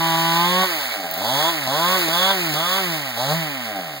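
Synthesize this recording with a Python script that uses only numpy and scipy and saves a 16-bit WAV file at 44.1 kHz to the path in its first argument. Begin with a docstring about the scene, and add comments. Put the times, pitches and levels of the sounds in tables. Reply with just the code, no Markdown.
"""A two-stroke chainsaw cuts lake ice at full throttle, is lifted out, coasts and is blipped five times.
Each firing cracks through the muffler with a puff of gas, over a clean low drone, and the engine bangs
as the throttle catches. The chain rattles, sings and clinks on its long bar and throws ice chips.
A trailer wall answers, and a pair of combs widens the stereo picture."""
import sys
import numpy as np
from scipy import signal
from scipy.fft import rfft, irfft, next_fast_len
from scipy.io import wavfile
from scipy.ndimage import uniform_filter1d, map_coordinates

SR = 44100
rng = np.random.default_rng(int(sys.argv[2]) if len(sys.argv) > 2 else 0)


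def put_to_file(sound):
    """Save the sound as 16-bit audio at rate SR, in the file named by the first command-line argument."""
    columns = np.atleast_2d(sound).T  # one column per channel
    safe = np.clip(columns, -1, 1)
    whole_steps = np.round(safe * 32767)
    wavfile.write(sys.argv[1], SR, whole_steps.astype(np.int16))


N = 176400
TIME = np.arange(N) / SR


def engine_speed():
    """Turns per second: the crank races under throttle and runs down between blips."""
    # crank speed: t/s, f/Hz
    revs = [(0.0, 165.2), (0.14, 163.9), (0.34, 166.5), (0.59, 185.7), (0.65, 188.4), (0.68, 179.8),
            (0.79, 146), (0.99, 97.8), (1.08, 80.5), (1.16, 80.9), (1.25, 109.9), (1.31, 128.9),
            (1.45, 162.1), (1.5, 172), (1.66, 128.9), (1.68, 127.0), (1.8, 164.9), (1.9, 183.6),
            (1.95, 188.9), (1.98, 182.6), (2.08, 158.1), (2.23, 186.8), (2.31, 196.5), (2.33, 194.5),
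            (2.54, 145.0), (2.66, 176.1), (2.78, 195.5), (2.81, 190.6), (2.88, 172.5), (3.16, 112.5),
            (3.23, 129.5), (3.36, 166.5), (3.4, 164.7), (3.61, 122.5), (3.71, 105.0), (3.88, 78.5),
            (4.0, 65)]
    return uniform_filter1d(curve(revs), size=900, mode="nearest") * (1 + 0.00084 * wobble(30.0))


def exhaust(speed, bark_hz=114, snarl_hz=195):
    """Firings crack through the muffler, whose nasal honk shifts as the saw is turned; gives tone, gas."""
    # throttle held in the cut: open/s, close/s, level/dB, roughness/0-1, rise/s, rasp/dB, honk/Hz, honk/dB
    cut = [(-0.23, 0.633, -4, 0.12, .01, -38, 1027, -7)]
    # throttle blips: same columns
    blips = [(1.158,1.487,-3.5,0.04,0.084,-2,950,6.5),(1.652,1.95,-2,0.09,0.045,-6,1034,1.5),(2.068,2.309,-1.5,0.15,0.083,0.5,720,-12),(2.535,2.782,-8,0.13,0.029,-4.5,1234,7.5),(3.16,3.325,-3,0.14,0.014,-12,625,-18)]
    # muffler colour nose down in the cut, held up at high revs, held up at low revs: f/Hz, level/dB
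    cut_tone = [(300,-106),(495,-73),(535,-48.5),(660,-50.5),(830,-43.5),(1000,-48.5),(1170,-47),(1330,-75),(1500,-53.5),(1800,-60.5),(2300,-54.5),(3350,-55.5),(6000,-76),(12000,-111)]
    snarl_tone = [(60,-100),(350,-68),(430,-63),(540,-52.5),(750,-57),(880,-51),(1120,-50.5),(1320,-60.5),(1520,-54),(1900,-63),(2600,-54.5),(5200,-75),(9000,-109)]
    bark_tone = [(60,-100),(300,-55),(430,-59),(560,-45.5),(700,-44.5),(900,-46.5),(1100,-60.5),(1500,-56.5),(2300,-84),(4000,-53.5),(7000,-72.5)]
    snarl = np.clip((speed - bark_hz) / (snarl_hz - bark_hz), 0, 1)
    effort = rev_gain(speed, db_per_octave=10.5)
    fired, load, rasp = np.zeros((3, N))
    for spells, tones in ((cut, [(cut_tone, 1)]), (blips, [(snarl_tone, snarl), (bark_tone, 1 - snarl)])):
        for opens, closes, db, roughness, rise, rasp_db, honk_hz, honk_db in spells:
            gain, rough = throttle(opens, closes, db, roughness, rise)
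            firings = pulses(speed, gain * effort, rough)
            voice = sum(coloured(firings * share, tone) for tone, share in tones)
            fired = fired + voice + amp(honk_db) * resonance(voice, honk_hz, width_hz=110)
            load += gain
            rasp += gain * amp(rasp_db - db)
    fired = fired + idling(speed, effort) + buzz(speed, rasp)
    gas = gas_puffs(speed, load)
    return fired + coasting(speed, load), gas


def throttle(opens, closes, db, roughness, rise, close_s=0.018, stumble_s=.016):
    """Gain and roughness of one spell of firing; it stumbles as the throttle opens and shuts."""
    gate = np.clip((TIME - opens) / rise, 0, 1) * np.exp(-np.maximum(TIME - closes, 0) / close_s)
    stumble = np.exp(-np.abs(TIME - opens) / stumble_s) + np.exp(-np.abs(TIME - closes) / stumble_s)
    return amp(db) * gate, np.clip(roughness * gate + .3 * stumble, 0, 1)


def pulses(speed, gain, rough, half_taps=8):
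    """One pulse a turn; roughness scatters size and timing and weakens every other pulse."""
    turns = np.cumsum(speed) / SR
    count = np.arange(1, int(turns[-1]))
    at = np.interp(count, turns, np.arange(N))
    i = at.astype(int)
    size_scatter, time_scatter = rng.standard_normal((N // 100, 2))[:len(count)].T
    uneven = np.maximum(1 + rough[i] * (size_scatter + .5 * (-1) ** count), 0)
    size = gain[i] * SR / np.sqrt(2 * speed[i]) * uneven
    jitter_s = .00007 * 3 ** -octaves(speed)[i] * rough[i] * time_scatter  # looser at low revs
    at = at + jitter_s * SR
    taps = at.astype(int)[:, None] + np.arange(1 - half_taps, half_taps + 1)
    offset = taps - at[:, None]
    click = np.sinc(offset) * np.cos(np.pi * offset / (2 * half_taps)) ** 2  # lands between samples
    return np.bincount(np.clip(taps, 0, N).ravel(), (size[:, None] * click).ravel(), N + 1)[:N]


def idling(speed, effort):
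    """Lumpy firing at low revs putters through the muffler."""
    # spells of idle: start/s, end/s, level/dB, roughness/0-1, rise/s
    spells = [(.9,1.22,-1,0.3,0.11),(3.64,3.79,0,0.2,0.13),(3.8,4.1,-7,0.35,0.018)]
    # muffler colour at idle: f/Hz, level/dB
    idle_tone = [(50,-100),(120,-63.5),(320,-54),(500,-60.5),(680,-47),(790,-43.5),(1000,-76),(1480,-72),(1680,-52),(1900,-90),(8000,-85.5)]
    gates = (throttle(*spell) for spell in spells)
    return coloured(sum(pulses(speed, gain * effort, rough) for gain, rough in gates), idle_tone)


def buzz(speed, rasp):
    """Even firing pulses ring one narrow treble resonance: a raspy edge that grows with the revs."""
    gain = rasp * amp(-48) * rev_gain(speed, db_per_octave=12)
    return resonance(pulses(speed, gain, np.zeros(N)), hz=3400, width_hz=150)


def gas_puffs(speed, load, decay_per_turn=0.24):
    """Exhaust gas hisses under throttle, with a slight puff on each turn."""
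    # gas colour: f/Hz, level/dB
    gas_tone = [(60,-112),(400,-80),(750,-70),(2000,-69),(3400,-63),(4700,-66),(5500,-72),(6600,-73),(8000,-77),(12000,-79),(15000,-72)]
    puffs = unit(np.exp(-decay_per_turn * (np.cumsum(speed) / SR % 1)))
    return coloured(hiss() * puffs * load * rev_gain(speed, db_per_octave=12.5), gas_tone)


def coasting(speed, load):
    """Soft pumping pulses come forward as the load drops."""
    # muffler colour while coasting: f/Hz, level/dB
    coast_tone = [(200,-79),(310,-70),(430,-72.5),(600,-59.5),(750,-57.5),(950,-65.5),(1600,-64.5),(2300,-58.5),(3200,-66),(7000,-114)]
    gain = np.clip(1 - load, 0, 1) * rev_gain(speed, db_per_octave=6.5)
    return coloured(pulses(speed, gain, rough=np.full(N, .14)), coast_tone)


def drone(speed):
    """The engine's two lowest orders, clean; they swell and fade as the saw is turned."""
    # fader rides of the first and second order: t/s, level/dB
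    first = [(0,-30.5),(.62,-28),(.68,-44),(.9,-56),(1.09,-75),(1.2,-51),(1.35,-34.5),(1.52,-44),(1.66,-39),(1.9,-33),(2.04,-38),(2.55,-32.5),(2.68,-40),(2.9,-31.5),(3.14,-48),(3.33,-24.5),(3.39,-27),(3.54,-44.5),(3.72,-52),(4,-86)]
    second = [(0,-32),(.66,-32.5),(.9,-46.5),(1.09,-62),(1.25,-38),(1.52,-33.5),(1.66,-38),(1.8,-35.5),(1.93,-38),(1.99,-29),(2.07,-29.5),(2.15,-41),(2.29,-39),(2.37,-30.5),(2.54,-33),(2.67,-44.5),(2.82,-32),(3.14,-42),(3.35,-44.5),(3.52,-34.5),(4,-48.5)]
    phase = 2 * np.pi * np.cumsum(speed) / SR
    return np.sqrt(2) * (amp(curve(first)) * np.sin(phase) + amp(curve(second)) * np.sin(2 * phase))


def bangs():
    """The engine bangs as the throttle catches."""
    # bang cues: t/s, level/dB
    cues = [(1.6736,-17.5),(2.0828,-15),(2.5406,-18)]
    # bang colour: f/Hz, level/dB
    bang_tone = [(60,-17),(200,8),(1000,6.5),(2000,-17),(4000,8),(6000,-2),(15000,-18)]
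    return bursts(cues, bang_tone, t60_s=0.04)


def chain_rattle(speed, shake_depth=0.028, link_scatter_db=1.46, drift_db=0.69):
    """Links clatter round the bar, shaken once a turn."""
    # fader ride of the rattle: t/s, level/dB
    ride = [(0,2),(.62,4),(.78,2.5),(1.08,-5),(1.2,-0.5),(1.42,5.5),(1.65,-0.5),(1.95,6),(2.3,3),(2.5,3),(2.8,4.5),(3.14,-3),(3.3,2.5),(3.55,-3.5),(3.8,-7),(4,-8)]
    # rattle colour: f/Hz, level/dB
    rattle_tone = [(30,-108),(100,-90),(250,-82),(450,-77),(700,-70),(1600,-66),(2300,-65),(3200,-69),(4000,-65),(4700,-66),(5600,-73),(8000,-75),(12000,-77),(14000,-71),(15700,-69)]
    phase = 2 * np.pi * np.cumsum(speed) / SR
    clatter = unit((1 + shake_depth * np.cos(phase)) * amp(link_scatter_db * wobble(770)))
    return amp(curve(ride) + drift_db * wobble(24.56)) * coloured(hiss() * clatter, rattle_tone)


def chain_song(waver_hz=32, flutter_db=3):
    """The chain sings on the bar: unsteady metallic glides, up under power and down as it coasts."""
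    # glides: start/s, end/s, from/Hz, to/Hz, level/dB
    glides = [(.42,.57,3340,3460,-29),(.67,.81,2700,2200,-27.5),(.85,1.02,2340,2200,-30),(1.3,1.51,3220,3440,-31),(1.98,2.1,2700,2370,-29.5),(2.16,2.3,3320,3500,-26),(2.33,2.54,2720,2130,-28.5),(3.41,3.57,2680,2290,-34)]
    waver, flutter = waver_hz * wobble(120), amp(flutter_db * wobble(60))
    song = np.zeros(N)
    for starts, ends, from_hz, to_hz, db in glides:
        progress = np.clip((TIME - starts) / (ends - starts), 0, 1)
        hz = from_hz + (to_hz - from_hz) * progress + waver
        swell = np.sqrt(np.abs(np.sin(np.pi * progress)))
        song += amp(db) * swell * np.sin(2 * np.pi * np.cumsum(hz) / SR)
    return song * flutter


def chain_clinks():
    """The slack chain clinks brightly on the bar."""
    # clink cues: t/s, level/dB
    cues = [(1.1124,-22),(1.1388,-22),(1.1762,-25)]
    # clink colour: f/Hz, level/dB
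    clink_tone = [(500,-23),(4000,-4),(11000,-12),(14000,10),(15700,10)]
    return bursts(cues, clink_tone, t60_s=0.039)


def ice_chips(per_second=670, stop_s=0.55):
    """Ice chips patter down at a steady rate and stop just before the cut ends."""
    # chip colour: f/Hz, level/dB
    chip_tone = [(800,-30),(3000,6),(10000,9),(15000,-25)]
    landings = (rng.random((2, N)) < per_second / SR) & (TIME <= stop_s)
    hits = landings * rng.standard_normal((2, N))
    return amp(-44.5) * np.sqrt(SR / per_second) * coloured(hits, chip_tone)


def wall(x, t60_s=.06, size=8192):
    """Short scatter off the trailer and the ice along two paths; the first carries the direct sound too."""
    t = np.arange(size) / SR
    tail = rng.standard_normal((2, size)) * amp(-60 * t / t60_s)
    paths = rfft(amp(4) * tail / np.linalg.norm(tail, axis=1, keepdims=True)) + [[1], [0]]
    paths /= np.sqrt(uniform_filter1d(np.abs(paths) ** 2, size=30, axis=1))  # even out the colour
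    return signal.fftconvolve(x, irfft(paths)[:, :size // 2], axes=1)[:, :N]


def bursts(cues, tone, t60_s):
    """Short noise cracks that start at once and die quickly."""
    envelope = sum((TIME >= at) * amp(db - 60 * np.maximum(TIME - at, 0) / t60_s) for at, db in cues)
    return coloured(envelope * rng.standard_normal((2, N)), tone)


def octaves(speed):
    """Speed in octaves over its median."""
    return np.log2(speed / np.median(speed))


def rev_gain(speed, db_per_octave):
    """Gain that rises with the revs, 1 at the median speed."""
    return amp(db_per_octave * octaves(speed))


def amp(db):
    """Decibels to gain."""
    return 10 ** (np.asarray(db) / 20)


def unit(x):
    """Scale to rms 1."""
    return x / np.sqrt(np.mean(x ** 2) + 1e-20)


def along(points, hz):
    """Read (f/Hz, value) points on a log axis."""
    f, v = np.transpose(points)
    return np.interp(np.log(hz + 1), np.log(f + 1), v)


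def curve(rows):
    """(t/s, value) points to one value per sample."""
    return np.interp(TIME, *np.transpose(rows))


def wobble(rate):
    """A smooth random curve, rate knots a second."""
    return map_coordinates(rng.standard_normal(int(N * rate / SR) + 4), [TIME * rate])


def hiss():
    """Two unrelated noises of 0 dB per Hz."""
    return rng.standard_normal((2, N)) * np.sqrt(SR / 2)


def filtered(x, response):
    """x through a response given as a function of frequency."""
    size = next_fast_len(N + 8192)
    return irfft(rfft(x, size) * response(np.fft.rfftfreq(size, 1 / SR)), size)[..., :N]


def resonance(x, hz, width_hz):
    """x through one resonance of gain 1."""
    return filtered(x, lambda f: 1j * f * width_hz / (hz ** 2 - f * f + 1j * f * width_hz))


def coloured(x, points, size=4096):
    """Each row of x through a minimum-phase EQ of (f/Hz, level/dB) points."""
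    cepstrum = irfft(np.log(amp(along(points, np.fft.rfftfreq(size, 1 / SR)))))
    cepstrum[1:size // 2] *= 2
    cepstrum[size // 2 + 1:] = 0
    impulse = irfft(np.exp(rfft(cepstrum)))
    return signal.fftconvolve(np.atleast_2d(x), impulse[None], axes=1)[:, :N]


def scene():
    """The saw stands a little to the right; its body is narrow, its treble diffuse."""
    # stereo width, side against mid: f/Hz, level/dB
    width = [(40,8),(160,-11),(330,-6),(650,-20.5),(1100,-10.5),(1700,9.5),(2300,-1),(3500,1.5),(5000,-1.5),(15000,-1)]
    # direct sound in the side signal, leaning right: f/Hz, share/0-1
    lean = [(300,0.014),(1200,0.063),(1900,0.88),(3500,0.46),(8000,0.051)]
    speed = engine_speed()
    tone, gas = exhaust(speed)
    noise = gas + chain_rattle(speed) + ice_chips() + bangs() + chain_clinks()
    reflected, low = wall(tone + chain_song()), drone(speed)
    mid = reflected[0] + low + noise[0]
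    diffuse = noise[1] + reflected[1] + filtered(low, lambda hz: 1j)  # drone a quarter cycle ahead
    side = filtered(diffuse, lambda hz: np.sqrt(1 - along(lean, hz) ** 2))
    side -= filtered(mid, lambda hz: along(lean, hz))
    side = filtered(side, lambda hz: amp(along(width, hz)))
    return np.array([mid + side, mid - side])


def record(dry):
    """A stereo widener's two combs give alternate treble bands to mid and side; then the top is cut."""
    comb_hz, top_hz = 2756.25, 15800
    angle = lambda hz: np.arctan(np.tan(np.pi * hz / comb_hz) ** 2)
    mid = filtered((dry[0] + dry[1]) / 2, lambda hz: np.where(hz < comb_hz / 2, 1, np.sin(angle(hz))))
    side = filtered((dry[0] - dry[1]) / 2, lambda hz: np.cos(angle(hz)))
    return filtered(np.array([mid + side, mid - side]), lambda hz: hz < top_hz)


dry = scene()
out = record(dry)
put_to_file(out)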